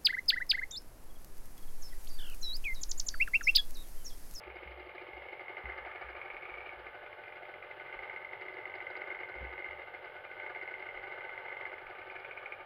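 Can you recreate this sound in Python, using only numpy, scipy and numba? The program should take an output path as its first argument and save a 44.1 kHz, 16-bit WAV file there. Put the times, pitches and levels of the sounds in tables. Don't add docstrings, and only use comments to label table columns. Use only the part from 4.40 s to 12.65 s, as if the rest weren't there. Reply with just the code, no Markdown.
import sys
import numpy as np
from scipy import signal
from scipy.fft import rfft, irfft
from scipy.io import wavfile
from scipy.ndimage import uniform_filter1d
from numba import njit

SR = 44100
rng = np.random.default_rng(int(sys.argv[2]) if len(sys.argv) > 2 else 0)


def ratio_of_db(decibels):
    return 10 ** (np.asarray(decibels, float) / 20)


def pcm_store(signal):
    levels = np.round(np.clip(np.atleast_2d(signal), -1, 1) * 32767)
    wavfile.write(sys.argv[1], SR, levels.astype(np.int16).T)


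N = 363825
TIME = np.arange(N) / SR
CRANK_HZ = 46.5
BANG_LEAD_TURNS = 0.14


def level(x, db):
    return x * ratio_of_db(db) / np.sqrt(np.mean(x ** 2))


@njit
def svf(x, hz, width):
    y, band, low = np.empty(len(x)), 0., 0.
    for i in range(len(x)):
        g, k = np.tan(np.pi * hz[i] / SR), width / hz[i]
        v = (band + g * (x[i] - low)) / (1 + g * (g + k))
        band, low, y[i] = 2 * v - band, low + 2 * g * v, k * v
    return y


def ring(x, hz, width):
    hz = hz + np.zeros(N)
    once = svf(x + 1e-18, hz, 1. * width)
    return svf(once, hz, 1. * width)


def body(x, modes):
    return sum((-1) ** k * ratio_of_db(db) * ring(x, hz, w) for k, (hz, w, db) in enumerate(modes))


def coloured(points):
    hz, db = np.transpose(points)
    log_f = np.log(np.arange(N // 2 + 1) * SR / N + 1)
    gain = ratio_of_db(np.interp(log_f, np.log(hz), db, left=-70, right=-90))
    return level(irfft(rfft(rng.standard_normal(N)) * gain, N), 0)


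def walk(rate):
    k = int(SR / rate)
    held = np.repeat(rng.standard_normal(N // k + 1), k)
    return 1.5 * uniform_filter1d(uniform_filter1d(held, k), k)[:N]


def clicks(s, db):
    x = np.zeros(N)
    np.add.at(x, np.clip(s * SR, 0, N - 1).astype(int), ratio_of_db(db))
    return x


def puffs(s, db, rise, fall):
    t = np.arange(SR // 8) / SR
    shape = (1 - np.exp(-t / rise)) * np.exp(-t / fall)
    return signal.fftconvolve(clicks(s, db), shape / shape.max())[:N]


def turbulent(x, span=0.013):
    power = uniform_filter1d(x ** 2, int(span * SR))
    return x / np.sqrt(power + 0.0077 * np.mean(x ** 2))


def spit(gas):
    return turbulent(ring(gas, 4700, 180) + ratio_of_db(-4.5) * ring(gas, 4000, 570))


# (f/Hz, level/dB per Hz)
RUMBLE_COLOUR = [(15, 2.5), (30, -2), (62, -4.5), (76, -2.5), (102, 4.5), (130, -4), (200, -11), (280, -15),
                 (400, -39)]


def rumble():
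    return level(coloured(RUMBLE_COLOUR) * ratio_of_db(0.5 * walk(1.4)), -71.0)


# (t/s, peak level/dB, f/Hz, time to fade by 60 dB/s)
BODY_THUDS = [(0.06, -50.5, 60.5, 0.97), (0.251, -43.5, 63.6, 0.68), (0.729, -51.5, 64.4, 0.46),
              (1.239, -42, 63.7, 0.47), (1.403, -45.5, 60.5, 0.28), (1.638, -51, 60.6, 0.84),
              (1.78, -55, 61, 0.15), (1.93, -51, 32.5, 0.21), (2.1, -54, 57.3, 0.83),
              (2.361, -57, 57, 0.54), (3.551, -51.5, 45, 0.29), (4.954, -43.5, 54.5, 0.34),
              (5.007, -37, 62, 0.37), (5.281, -55, 70, 0.5), (6.55, -53, 40.3, 0.3), (7.45, -59, 31, 0.25)]


def thuds():
    out = np.zeros(N)
    wobble, sway = ratio_of_db(1.3 * walk(22)), 0.5 * walk(24)
    knock = ring(ring(rng.standard_normal(N), 140, 180), 140, 260)
    knock = turbulent(knock, 0.045)
    for s, db, hz, t60 in BODY_THUDS:
        t = np.maximum(TIME - s, 0)
        fade = np.exp(-np.log(1000) * t / t60) * (1 - np.exp(-t / 0.012))
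        tap_fade = np.exp(-t / 0.023) * (1 - np.exp(-t / 0.0052))
        tap = ratio_of_db(-14 + 0.4 * (db + 41.5)) * knock * tap_fade
        out += ratio_of_db(db) * (fade * np.sin(2 * np.pi * hz * t + sway) + tap)
    return out * wobble


def crank():
    s = np.array(PISTON_RAPS)[:, 0]
    turns = np.cumsum(np.round(np.diff(s, prepend=s[0]) * CRANK_HZ))
    lead = np.interp(TIME, s, turns - CRANK_HZ * s)
    return CRANK_HZ * TIME + uniform_filter1d(lead, SR // 5, mode="nearest")


def lit(marks, turns, lead=0):
    s, db, count, trait = np.transpose(marks)
    at = np.round(np.interp(s, TIME, turns) + lead)
    charge = np.cumsum(count) - count
    each = np.arange(charge[-1] + 1)
    turn = np.round(np.interp(each, charge, at) + 1e-6)
    between = ~np.isin(each, charge)
    when = np.where(between, np.interp(turn - lead, turns, TIME), np.interp(each, charge, s))
    each_trait = np.repeat(trait, count.astype(int))[:len(each)]
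    return when, np.interp(each, charge, db), each_trait, between


def shaking(turns):
    rap_s = lit(PISTON_RAPS, turns)[0]
    bang_s = lit(EXHAUST_BANGS, turns, BANG_LEAD_TURNS)[0]
    jolts = puffs(rap_s, 0, 0.00063, 0.0049)
    jolts = jolts + 0.16 * puffs(bang_s - 0.012, 0, 0.00048, 0.065)
    stir = 0.33 + jolts
    return stir / np.mean(stir)


# (multiple of the crank rate, rms level/dB)
PUMP_TONES = [(3, -82), (4, -90), (5, -92), (6, -82), (9, -75), (10, -69), (11, -64), (12, -65), (13, -63),
              (15, -70), (16, -71), (17, -66), (18, -72), (19, -65), (24, -72)]


def pumping(turns, lower_db):
    tones = np.zeros(N)
    for k, db in PUMP_TONES:
        strength = ratio_of_db(db + 1.5 * walk(10))
        angle = 2 * np.pi * k * (turns + 0.37 * (k > 14))
        tones += strength * np.cos(angle + 0.3 * walk(6))
    return tones * ratio_of_db(3.0 + 0.058 * (lower_db + 53.0))


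# (f/Hz, width/Hz, level/dB)
BLAST_RINGS = [
    (1213, 64, -3),
    (1711, 60, -4),
    (1970, 350, -18),
    (2890, 290, -16.5),
    (3690, 97, -28.5),
    (4130, 100, -31),
]


def pipe_blast(gas, tip_db, count=6):
    return body(gas, BLAST_RINGS[:count]) + ratio_of_db(tip_db) * ring(gas, 1507, 91)


# (f/Hz, level/dB per Hz)
CLATTER_COLOUR = [(240, -38.5), (400, -9), (480, -8.5), (590, -7), (650, -13), (880, -5.5), (1040, -17.5),
                  (1230, -12.5), (1900, -15.5), (2540, -21), (2850, -17.5), (3700, -31.5), (4800, -42.5),
                  (5800, -47.5)]


def clatter(turns, hz, treble_db, upper_db, lower_db, tip_db):
    throb = np.sqrt(shaking(turns)) * ratio_of_db(0.27 * np.cos(4 * np.pi * turns) + 0.52 * walk(25))
    noise = rfft(coloured(CLATTER_COLOUR) * throb)
    f = np.arange(len(noise)) * SR / N
    edges = ((0, 1040), (1040, 2540), (2540, SR))
    low, mid, top = (level(irfft(noise * ((f >= a) & (f < b)), N), 0) for a, b in edges)
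    gas = rng.standard_normal((2, N))
    upper = level(pipe_blast(gas[0], tip_db, 2) * throb, 0)
    ear = level(ring(gas[1], hz, 180) * throb ** 1.1, 0)
    heard = ratio_of_db(lower_db - 4.0) * low
    heard = heard + ratio_of_db(upper_db) * (upper + 1.13 * mid)
    heard = heard + ratio_of_db(treble_db - 6.5) * ear
    return heard + ratio_of_db(-64.5 + 0.067 * (treble_db + 55.0)) * top


# (t/s, peak level/dB, lit charges until the next row, level those fall short or over/dB)
PISTON_RAPS = [(0.0364, -43.1, 3, 1), (0.2328, -42.4, 2, 2), (0.3195, -43.0, 1, 0), (0.4947, -44.2, 4, 2),
               (0.8216, -40.6, 3, 0), (0.9965, -35.9, 3, 0), (1.2572, -33.4, 9, -6), (1.8166, -34.0, 6, -1),
               (2.2937, -36.3, 3, -5), (2.838, -40.6, 3, 2), (2.9677, -43.9, 5, 2), (3.3989, -41.4, 6, 0),
               (3.7633, -32.9, 6, -3), (4.2563, -32.4, 2, -5), (4.3413, -34.1, 2, 2),
               (4.4696, -33.1, 3, -1), (4.7053, -31.9, 3, -2), (4.8344, -33.1, 2, -8),
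               (5.1807, -32.5, 2, 4), (5.3108, -37.7, 4, 1), (5.7648, -44.5, 6, 3), (6.2149, -34.9, 2, 0),
               (6.3412, -32.9, 5, -2), (6.7242, -36.1, 3, 1), (6.9788, -33.9, 1, 0), (7.0843, -34.8, 4, -2),
               (7.2552, -31.3, 2, -3), (7.383, -38.4, 2, -2), (7.5525, -42.8, 8, 0), (8.1243, -32.6, 1, 0)]


def raps(turns, hz, treble_db, tip_db):
    s, db, short_db, between = lit(PISTON_RAPS, turns)
    chance = rng.standard_normal((len(s), 2)).T
    db = db + between * (short_db + 1.2 * chance[0])
    after_db = -8 + 1.5 * chance[1]

    whole = np.flatnonzero(np.diff(np.floor(turns))) / SR
    soft_db = np.interp(whole, TIME, treble_db) + 5 + 2.8 * rng.standard_normal(len(whole))
    soft_db = soft_db + 10 * np.log10(np.interp(whole - 0.004, TIME, shaking(turns)))
    far = np.abs(whole[:, None] - s).min(axis=1) > 0.006

    lag, width = 0.0026, 200
    kick = clicks(s - lag, db + 1) + clicks(whole[far] - lag, soft_db[far])
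    kick = kick * SR * np.e / (2 * np.pi * width)
    kick = ring(kick, hz, 1200)
    twin = ratio_of_db(-11 + 0.05 * (hz - 2100) - 2.2 * (treble_db + 51.5))
    slap = ring(kick, hz, width) + twin * ring(kick, 2380, 150) + ratio_of_db(-16) * ring(kick, 2800, 370)

    gas = rng.standard_normal((3, N))
    hood = turbulent(ring(gas[0], hz, 90) + twin * ring(gas[0], 2380, 140))
    hood = hood + ratio_of_db(-11.5) * level(pipe_blast(gas[1], tip_db), 0)
    echo = puffs(s + 0.006, db + after_db - 5.5, 0.003, 0.012) * hood
    return slap + echo + puffs(s - 0.001, db - 46.5, 0.00065, 0.0024) * spit(gas[2])


# (f/Hz, width/Hz, level/dB)
BARK_RINGS = [
    (516, 210, -12.5),
    (710, 38, 6),
    (778, 38, 0.5),
    (889.5, 16, 0.5),
]
# (t/s, boom level/dB, lit charges until the next row, their bark level over the boom/dB)
EXHAUST_BANGS = [(0.0777, -45.9, 4, -4.7), (0.3822, -50, 1, -3.5), (0.4043, -48.2, 4, -4.0),
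                 (0.6886, -48.1, 4, 0.4), (1.0144, -49.6, 5, 2.4), (1.4704, -49.5, 4, 5.2),
                 (1.7703, -51.0, 6, 4.7), (2.2693, -52.2, 3, 1.9), (2.4667, -55.2, 6, 7.4),
                 (2.9639, -55.0, 1, 4.3), (3.0288, -53.4, 5, 5.0), (3.3747, -55.8, 4, 1.5),
                 (3.5458, -53.5, 5, 4.2), (4.0177, -49.7, 4, -2.0), (4.1892, -47.5, 4, -1.2),
                 (4.5094, -48.3, 4, 0.8), (4.724, -47.4, 5, 0.9), (5.134, -48.6, 4, -0.0),
                 (5.394, -52.1, 3, 6.6), (5.632, -56.5, 1, 2.5), (5.6536, -55.4, 2, 8.6),
                 (5.8482, -56.7, 6, 5.6), (6.2329, -48.8, 5, 2.1), (6.6377, -53.1, 2, 3.6),
                 (6.7222, -52.1, 5, 6.5), (7.0605, -55, 4, 6.8), (7.3373, -50.6, 4, 3.5),
                 (7.6757, -51.7, 3, 0.8), (7.8027, -53.1, 5, 4.0), (8.2067, -54.2, 1, 5.8)]


def bangs(turns, hz, lower_db, tip_db):
    s, db, bark_db, between = lit(EXHAUST_BANGS, turns, BANG_LEAD_TURNS)
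    chance = rng.standard_normal((len(s), 4)).T
    bark_db = bark_db - 0.1 + 1.5 * chance[1]
    head_db = 1.3 * (np.interp(s, TIME, lower_db) + 52.5)
    blast_db = 3.5 - 1.0 * (db + 52.5) + head_db + 1.5 * chance[2]
    db = db + between * (-0.8 + 1.45 * chance[0])

    order = 8
    swell = uniform_filter1d(puffs(s - 0.012, db + 0.092, 0.023, 0.009), SR // 80)
    swell = swell + ratio_of_db(-65 + 1.4 * (lower_db + 47.5))
    tone = np.cos(2 * np.pi * order * turns + 0.43 * walk(12))
    boom = swell * (tone + ratio_of_db(-10.0) * np.cos(2 * np.pi * (order - 1) * turns))

    gas = rng.standard_normal((3, N))
    blow = clicks(s - 0.009, db + bark_db + 22.5) + clicks(s - 0.002, db + bark_db + 24.0)
    open_side = ratio_of_db(1.8 * (lower_db + 49.0))
    bark = open_side * body(blow, BARK_RINGS[:3]) - body(blow, BARK_RINGS[3:])
    bark_puffs = puffs(s - 0.012, db + bark_db - 4.5, 0.0089, 0.012)
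    bark = bark + bark_puffs * turbulent(body(gas[0], BARK_RINGS))

    jet = pipe_blast(gas[1], tip_db) + ratio_of_db(0.5) * ring(gas[1], hz, 200)
    blast = puffs(s - 0.011, db + blast_db - 2.5, 0.0062, 0.016) * turbulent(jet)
    spit_puffs = puffs(s - 0.007, db - 23 + 3.5 * chance[3], 0.0014, 0.0053)
    return boom + bark + blast + spit_puffs * spit(gas[2])


# (t/s, ear-side resonance f/Hz, facing the engine level/dB, turned to the exhaust level/dB, nod 0 up - 1 down)
HEAD_TURNS = [(0, 2164, -1.5, -2, -0.14), (0.498, 2136, -3, -4, -.3), (1.001, 2150, 4.5, -5, .2),
              (1.3, 2080, 3, 4.5, 0.34), (1.6, 2175, -2, 4.5, -0.26), (2.279, 2276, 3.5, 0.5, .1),
              (2.361, 2132, -3.5, 1.5, .9), (3.4, 2083, -3.5, -1.5, .9), (3.649, 2127, 5, 1, 0.88),
              (4.1, 2090, 3.5, -2.5, 0.64), (4.6, 2106, 6, 2, 1.2), (5.249, 2101, 7.5, -2, .9),
              (5.45, 2100, 1.5, -1.5, 1), (5.85, 2130, -3.5, 0.5, 1.3), (6.05, 2110, 6.5, -2.5, 1.2),
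              (7.299, 2097, 3, 1.5, .8), (7.42, 2138, -3, 2.5, .9), (7.9, 2208, -2.5, 3, .7)]


def scene():
    s, *columns = np.transpose(HEAD_TURNS)
    hz, facing_db, side_db, nod = (np.interp(TIME, s, c) for c in columns)
    treble_db, tip_db = -51.5 + facing_db, -8 + 11 * nod
    upper_db = -57.0 + 0.15 * facing_db + 0.79 * side_db - 1.5 * nod
    lower_db = -51.5 + 0.44 * facing_db + 0.27 * side_db
    turns = crank()
    engine = pumping(turns, lower_db)
    engine = engine + clatter(turns, hz, treble_db, upper_db, lower_db, tip_db)
    engine = engine + raps(turns, hz, treble_db, tip_db)
    engine = engine + bangs(turns, hz, lower_db, tip_db)
    return (rumble() + thuds() + engine)[None]


# (f/Hz, level/dB per Hz)
HISS_COLOUR = [(4000, -26), (5900, -14), (6700, -6.5), (8000, -16), (9200, -3), (11500, 3), (15500, -2),
               (20000, -19)]


def converter_hiss():
    return ratio_of_db(-87) * coloured(HISS_COLOUR)


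def band_limit(x):
    return signal.sosfilt(signal.butter(12, 15720, fs=SR, output="sos"), x)


def record(dry):
    case = signal.cheby1(6, 0.5, 5030, fs=SR, output="sos")
    muffled = signal.sosfilt(case, dry)
    return band_limit(muffled + converter_hiss())


dry = scene()
out = record(dry)
pcm_store(out)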